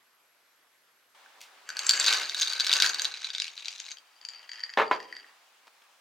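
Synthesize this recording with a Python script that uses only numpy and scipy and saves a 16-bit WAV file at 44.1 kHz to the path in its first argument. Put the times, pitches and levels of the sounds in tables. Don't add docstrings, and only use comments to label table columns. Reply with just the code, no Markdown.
import sys
import numpy as np
from scipy import signal
from scipy.fft import rfft, irfft, next_fast_len
from scipy.io import wavfile
from scipy.ndimage import uniform_filter1d

SR = 44100
rng = np.random.default_rng(int(sys.argv[2]) if len(sys.argv) > 2 else 0)


def dump_mix(stems):
    frames = np.atleast_2d(stems).T
    limited = np.clip(frames, -1, 1)
    pcm = np.round(limited * 32767).astype(np.int16)
    wavfile.write(sys.argv[1], SR, pcm)


N = 264776

# hz, level_db
KITCHEN_AIR = [(40, -21), (200, -11.5), (500, -3), (1500, 1.5), (10000, -12), (15500, -17.5)]
# centre_hz, width_hz, level_db
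WHINE = [(11520, 110, -78.5)]
# hz, level_db
DINING_AIR = [(40, -40.5), (350, -17.5), (900, -2.5), (4000, -9), (15500, -21.5)]
# hz, correlation
LIKENESS = [(60, 0.86), (400, 0.84), (15000, 0.056)]
# time_s, level_db
SLEEVE = [
    [(1.148, -59.5), (1.66, -58)],
    [(5.25, -61.5), (6.0, -82)],
]
# hz, level_db
CLOTH = [(90, -44), (250, -17.5), (900, -3), (3500, -9.5), (12000, -28.5)]
# time_s, level_db
CUFF_FLICKS = [(1.41, -40.5)]
# hz, level_db
CUFF = [(1200, -16), (2200, 7.0), (5000, 4.0), (16000, -13.5)]
# time_s, level_db
FINGER_TAPS = [(5.67, -35.5), (5.679, -35.5), (5.82, -41)]
# time_s, level_db, pitch_hz
CLINKS = [(1.2605, -56, 1600), (1.6906, -17.5, 5370), (1.7024, -19, 4430), (1.7687, -11.5, 4380),
          (1.7915, -4.5, 4870), (1.8665, -6.5, 6900), (1.8932, 7, 5370), (1.8995, -6.5, 4700),
          (1.9089, -2.5, 4800), (1.935, -5.5, 4900), (1.998, -6, 6850), (2.0635, -2, 5800),
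          (2.0719, -9.5, 4630), (2.0916, -13.5, 3920), (2.112, -16.5, 4340), (2.136, -13, 4580),
          (2.184, -15.5, 4200), (2.2954, -13, 4130), (2.346, -11.5, 3760), (2.4118, -9.5, 6800),
          (2.418, -4, 6000), (2.425, -17, 4460), (2.4788, -23.5, 4200), (2.5246, -14.5, 4340),
          (2.599, -7, 3680), (2.606, -6, 4050), (2.6462, -27.5, 4500), (2.6702, -8.5, 3600),
          (2.6946, -10, 4000), (2.7155, -6.5, 4000), (2.729, -1, 3610), (2.7366, 0.5, 5064),
          (2.767, -9, 4630), (2.801, 0.5, 4800), (2.8221, 2, 3400), (2.8484, -18.5, 3700),
          (2.8633, -5, 6000), (2.9451, -10.5, 5430), (2.9853, -19, 4340), (2.9956, -5, 3500),
          (3.019, -3.5, 7600), (3.046, -14, 4140), (3.0528, -5.5, 3570), (3.245, -16.5, 3840),
          (3.303, -16.5, 3860), (3.3495, -11, 4120), (3.3824, -12, 4140), (3.4006, -6.5, 3900),
          (3.4199, -8, 4240), (3.4435, -13.5, 3600), (3.468, -20, 3000), (3.48, -21, 4360),
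          (3.5774, -20.5, 4100), (3.657, -17, 3950), (3.683, -11, 5400), (3.8012, -16, 6450),
          (3.8883, -24.5, 3750), (3.9164, -22, 6460), (3.927, -32.5, 5000), (3.9704, -16.5, 3900),
          (3.984, -17, 3900), (4.2138, -22, 4770), (4.2502, -5, 5350), (4.287, -6, 5200),
          (4.3348, -20, 4620), (4.4925, -18, 4700), (4.4955, -17.5, 5500), (4.5163, -11.5, 5100),
          (4.5328, -13, 4140), (4.5948, -20, 4400), (4.6362, -9, 4770), (4.6935, -21.5, 4670),
          (4.7005, -15.5, 4700), (4.7375, -14.5, 4500), (5.002, -16, 4570), (5.1261, -16, 4300),
          (5.1665, -15, 4690), (5.19, -27, 4700), (5.244, -54, 4200)]
# time_s, rattle_db
SWIRL = [(1.66, -63), (1.74, -47), (1.9, -27.5), (2.12, -16.5), (2.28, -33.5), (2.42, -22.5), (2.56, -28.5),
         (2.86, -18.5), (2.95, -34.5), (3.06, -34), (3.12, -31.5), (3.43, -36.5), (3.52, -41), (3.7, -33),
         (3.77, -41.5), (3.92, -29), (3.95, -59.5), (4.06, -56.5), (4.19, -49), (4.26, -36), (4.45, -37),
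         (4.55, -30), (4.76, -42), (4.95, -28.5), (5.07, -41), (5.17, -33), (5.3, -48)]
# centre_hz, width_hz, level_db
FULL_WALL = [(1572, 134, -1.5), (2280, 180, -9.5), (3900, 353, 5), (4567, 197, 0), (6498, 226, -4),
             (7450, 170, -3), (9800, 750, -7.5)]
# centre_hz, width_hz, level_db
EMPTIER_WALL = [(1880, 334, 6), (3147, 220, 2), (4690, 249, 4), (6720, 290, -5), (7950, 210, -3.5)]
# time_s, relative_level_db
LOW_RING = [(1.7, -12.5), (2.1, -17.5), (2.4, -17.5), (2.75, -12.5), (3.25, -20), (3.7, -35), (4.3, -21.5),
            (4.6, -6), (5.2, -6.5)]
# hz, level_db
CRACK = [(80, -58.5), (500, -44), (2700, -3), (6000, 0.5), (10500, -17.5), (16000, -25.5)]
# hz, level_db
RAISED_CRACK = [(500, -43), (2500, 3.5), (6000, 1.5), (9000, -15.5), (16000, -37.5)]
# hz, level_db
SLOSH = [(40, -26), (110, -46), (250, -8), (1300, 9), (3000, 10.5), (5000, -42)]
# time_s, left_minus_right_db
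GLASS_PAN = [(1.7, 1), (3.2, 1.5), (4.2, 5), (4.7, 1.5)]
# hz, t60_s
WALL_DECAY = [(200, 0.79), (3000, 0.13), (16000, 0.2)]
# time_s, level_db
KNOCKS = [(4.7738, -13.5), (4.786, -15), (4.7985, -15), (4.817, -18), (4.9125, -14.5)]
# centre_hz, width_hz, level_db
TABLE_MODES = [(435, 53, -19), (535, 35, -15), (903, 44, -14), (1000, 12, -1), (1740, 81, -14.5),
               (2180, 22, -18), (6450, 33, -36)]
# hz, level_db
THUD = [(30, -42), (85, -45), (200, -16), (400, -5), (1000, -2), (2300, -9), (4000, -19.5), (9000, -50)]
# hz, level_db
SNAP = [(80, -43.0), (400, 3.5), (1000, 11), (5000, -27.5), (16000, -64)]

ROOM_CHANGE_S, EMPTIER_S = 1.148, 3.945
GRIP_S, LIFT_S = 2, 3.09
KITCHEN_DB, DINING_DB = -66.5, -62.5
SLOSH_DB, SLOSH_DB_PER_RATTLE_DB = -42.5, 0.61
SCRAPE_DB = 11.5
REST_START_S, REST_END_S, REST_DB = 2.28, 2.68, -6.5
HARD_DB, LOW_LOSS_DB_PER_DB = -6, 0.64
RING_DB, THUD_DB, SNAP_DB = 48.5, 7, 6
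LEFT_LEAD_S = 1.0e-5
TOP_HZ = 16000


def amp(db):
    return 10 ** (np.asarray(db) / 20)


def unit(x):
    return x / np.sqrt(np.mean(x ** 2) + 1e-20)


def along(points, hz):
    f, v = np.transpose(points)
    return np.interp(np.log(hz + 1), np.log(f + 1), v)


def at_times(rows, s):
    return np.interp(s, *np.transpose(rows))


def filtered(x, response):
    m = next_fast_len(N + SR // 2)
    return irfft(rfft(x, m) * response(np.fft.rfftfreq(m, 1 / SR)), m)[..., :N]


def mode(hz, width_hz):
    return lambda f: 1j * f * width_hz / (hz * hz - f * f + 1j * f * width_hz)


def impulses(s, size):
    return np.bincount(np.round(s * SR).astype(int), size, N)[:N]


def puffs(s, db, t60_s, spectrum):
    decay = amp(-120 / (t60_s * SR))
    power = signal.lfilter([1], [1, -decay], impulses(s, amp(2 * db)))
    noise = np.sqrt(np.abs(power)) * rng.standard_normal(N)
    return filtered(noise, lambda f: amp(along(spectrum, f)))


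def rush(spectrum, patchy_db):
    z = signal.stft(rng.standard_normal((2, N)), nperseg=512)[2]
    patches = uniform_filter1d(rng.standard_normal(z.shape[1:]), 6, 0)
    patches = unit(uniform_filter1d(patches, 8, 1))
    pair = signal.istft(z * amp(patchy_db * patches), nperseg=512)[1][:, :N]

    def mid_side_gain(hz):
        turn = np.arccos(np.clip(along(LIKENESS, hz), -1, 1)) / 2
        return amp(along(spectrum, hz)) * [np.cos(turn), np.sin(turn)]

    mid, side = filtered(pair, mid_side_gain)
    return unit(np.array([mid + side, mid - side]))


def rooms():
    whine = 0
    for hz, width_hz, db in WHINE:
        whine = whine + amp(db) * unit(filtered(rng.standard_normal(N), mode(hz, width_hz)))
    kitchen = amp(KITCHEN_DB) * rush(KITCHEN_AIR, patchy_db=-1.5) + whine
    dining = amp(DINING_DB) * rush(DINING_AIR, patchy_db=1.2)
    return np.where(np.arange(N) < ROOM_CHANGE_S * SR, kitchen, dining)


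def sleeve():
    t = np.arange(N) / SR
    gain = 0
    for rows in SLEEVE:
        active = (t > rows[0][0]) * (t < rows[-1][0])
        gain = gain + amp(at_times(rows, t)) * active
    rustle = gain * rush(CLOTH, patchy_db=1.2)
    s, db = np.transpose(CUFF_FLICKS)
    flick = puffs(s + np.array([-.004, .004]), db + np.array([-4, 3]), .03, CUFF)
    swish = puffs(s + 0.014, db - 8, .25, CUFF)
    finger_taps = puffs(*np.transpose(FINGER_TAPS), 0.034, CLOTH)
    return rustle + flick + swish + finger_taps


def rings(s, db, hz, width_hz, rise_s):
    t = np.arange(1000) / SR
    wave = np.sin(2 * np.pi * hz[:, None] * t) * np.exp(-np.pi * width_hz[:, None] * t)
    wave = wave * (1 - np.exp(-t / rise_s)) * (1 - t / t[-1])
    at = np.round(s * SR).astype(int)[:, None] + np.arange(len(t))
    return np.bincount(at.ravel(), (amp(db)[:, None] * wave).ravel(), N)[:N]


def contacts(s, db, low_db, cube_hz, cube_db, crack_db, spread_db):
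    out = rings(s, db + cube_db, cube_hz, cube_hz / 7, 0.001)
    for wall, now, rise_s in ((FULL_WALL, s < EMPTIER_S, .0009), (EMPTIER_WALL, s >= EMPTIER_S, .005)):
        luck = rng.standard_normal((len(s), len(wall), 3))[now]
        in_grip = (s[now] > GRIP_S) & (s[now] < EMPTIER_S)
        for k, (hz, width_hz, level_db) in enumerate(wall):
            drive_db = low_db if k == 0 else db - 22 * np.abs(np.log2(hz / cube_hz))
            damp_db = -13 * (s > GRIP_S) * (hz > 7000)
            damp_db = damp_db - 8 * (s < GRIP_S) * (k == 2)
            damp_db = damp_db - 5 * (s > LIFT_S) * (s < EMPTIER_S) * (k == 3)
            ring_db = (level_db + damp_db + drive_db)[now] + spread_db * luck[:, k, 0]
            detune = np.where(in_grip & (2000 < hz < 5000), .035, .008)
            loaded_hz = hz * (1 + detune * luck[:, k, 1])
            loaded_width_hz = width_hz * amp(2.0 * luck[:, k, 2])
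            out += rings(s[now], ring_db, loaded_hz, loaded_width_hz, rise_s)
    burst_db = db + crack_db + spread_db * rng.standard_normal(len(s))
    for now, colour in ((s < LIFT_S, CRACK), (s >= LIFT_S, RAISED_CRACK)):
        out = out + puffs(s[now], burst_db[now], 0.0087, colour)
    return out


def clinks():
    s, db, pitch_hz = np.transpose(CLINKS)
    low_db = db + at_times(LOW_RING, s) - LOW_LOSS_DB_PER_DB * (db - HARD_DB)
    cube_db = np.where(s < EMPTIER_S, -3, -20)
    crack_db = np.where(s < EMPTIER_S, -8, -25)
    return contacts(s, db, low_db, pitch_hz, cube_db, crack_db, spread_db=2.0)


def jostle_and_slosh():
    draw = rng.random((1500, 4))
    start_s, end_s = SWIRL[0][0], SWIRL[-1][0]
    s = start_s + draw[:, 0] ** 1.5 * (end_s - start_s)
    rattle_db = at_times(SWIRL, s)
    db = rattle_db - 1.5 - 4.77 * np.log(draw[:, 1] + 0.051)
    crowded = s < EMPTIER_S
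    clink_s, _, clink_hz = np.transpose(CLINKS)
    cube_hz = np.interp(s, clink_s, clink_hz) * np.where(crowded, 2.8, 1.4) ** (draw[:, 3] - .6)
    low_db = db + at_times(LOW_RING, s) + 12 * (draw[:, 2] - .45)
    cube_db, crack_db = np.where(crowded, -3, -18), np.where(crowded, -8, -22)
    jostle = contacts(s, db, low_db, cube_hz, cube_db, crack_db, spread_db=3.5)
    slosh_db = SLOSH_DB + SLOSH_DB_PER_RATTLE_DB * rattle_db + SCRAPE_DB * (s < LIFT_S)
    slosh_db = slosh_db + REST_DB * (s > REST_START_S) * (s < REST_END_S)
    slosh = puffs(s, slosh_db - 2.63 * np.log(draw[:, 2] + 0.011), 0.069, SLOSH)
    return jostle + slosh


def walls(x):
    hz, t, z = signal.stft(rng.standard_normal((2, SR // 2)), SR, nperseg=256)
    decay = amp(-60 * t / along(WALL_DECAY, hz)[:, None])
    mid, side = signal.istft(z * decay, SR, nperseg=256)[1]
    padded = np.pad(side, (0, N - len(side)))
    side = filtered(padded, lambda f: f / (f + 600))[:len(mid)]
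    tail = np.array([mid + side, mid - side]) / np.linalg.norm(mid)
    delayed = np.pad(x, (150, 0))
    return signal.fftconvolve(delayed[None], tail, axes=1)[:, :N]


def knocks():
    s, db = np.transpose(KNOCKS)
    luck_db = 2.5 * rng.standard_normal((len(s), len(TABLE_MODES)))
    ring = 0
    for k, (hz, width_hz, level_db) in enumerate(TABLE_MODES):
        hits = impulses(s, amp(db + level_db + luck_db[:, k] + RING_DB))
        ring = ring + filtered(hits, lambda f: mode(hz, width_hz)(f) * mode(hz, 900)(f))
    thud = puffs(s, db + THUD_DB, 0.14, THUD)
    snap = puffs(s, db + SNAP_DB, 0.013, SNAP)
    return ring + thud + snap


def scene():
    glass = clinks() + jostle_and_slosh()
    table = knocks()
    pan_db = at_times(GLASS_PAN, np.arange(N) / SR)
    sides = np.array([[1], [-1]])
    stereo = filtered(glass, lambda f: np.exp(1j * np.pi * f * LEFT_LEAD_S * sides))
    placed = stereo * amp([pan_db / 2, -pan_db / 2]) + table
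    echo = walls(amp(-8) * glass + amp(-14) * table)
    return placed + echo + sleeve() + rooms()


def record(dry):
    return filtered(dry, lambda hz: (hz < TOP_HZ) * (1j * hz / (60 + 1j * hz)) ** 2)


dry = scene()
out = record(dry)
dump_mix(out)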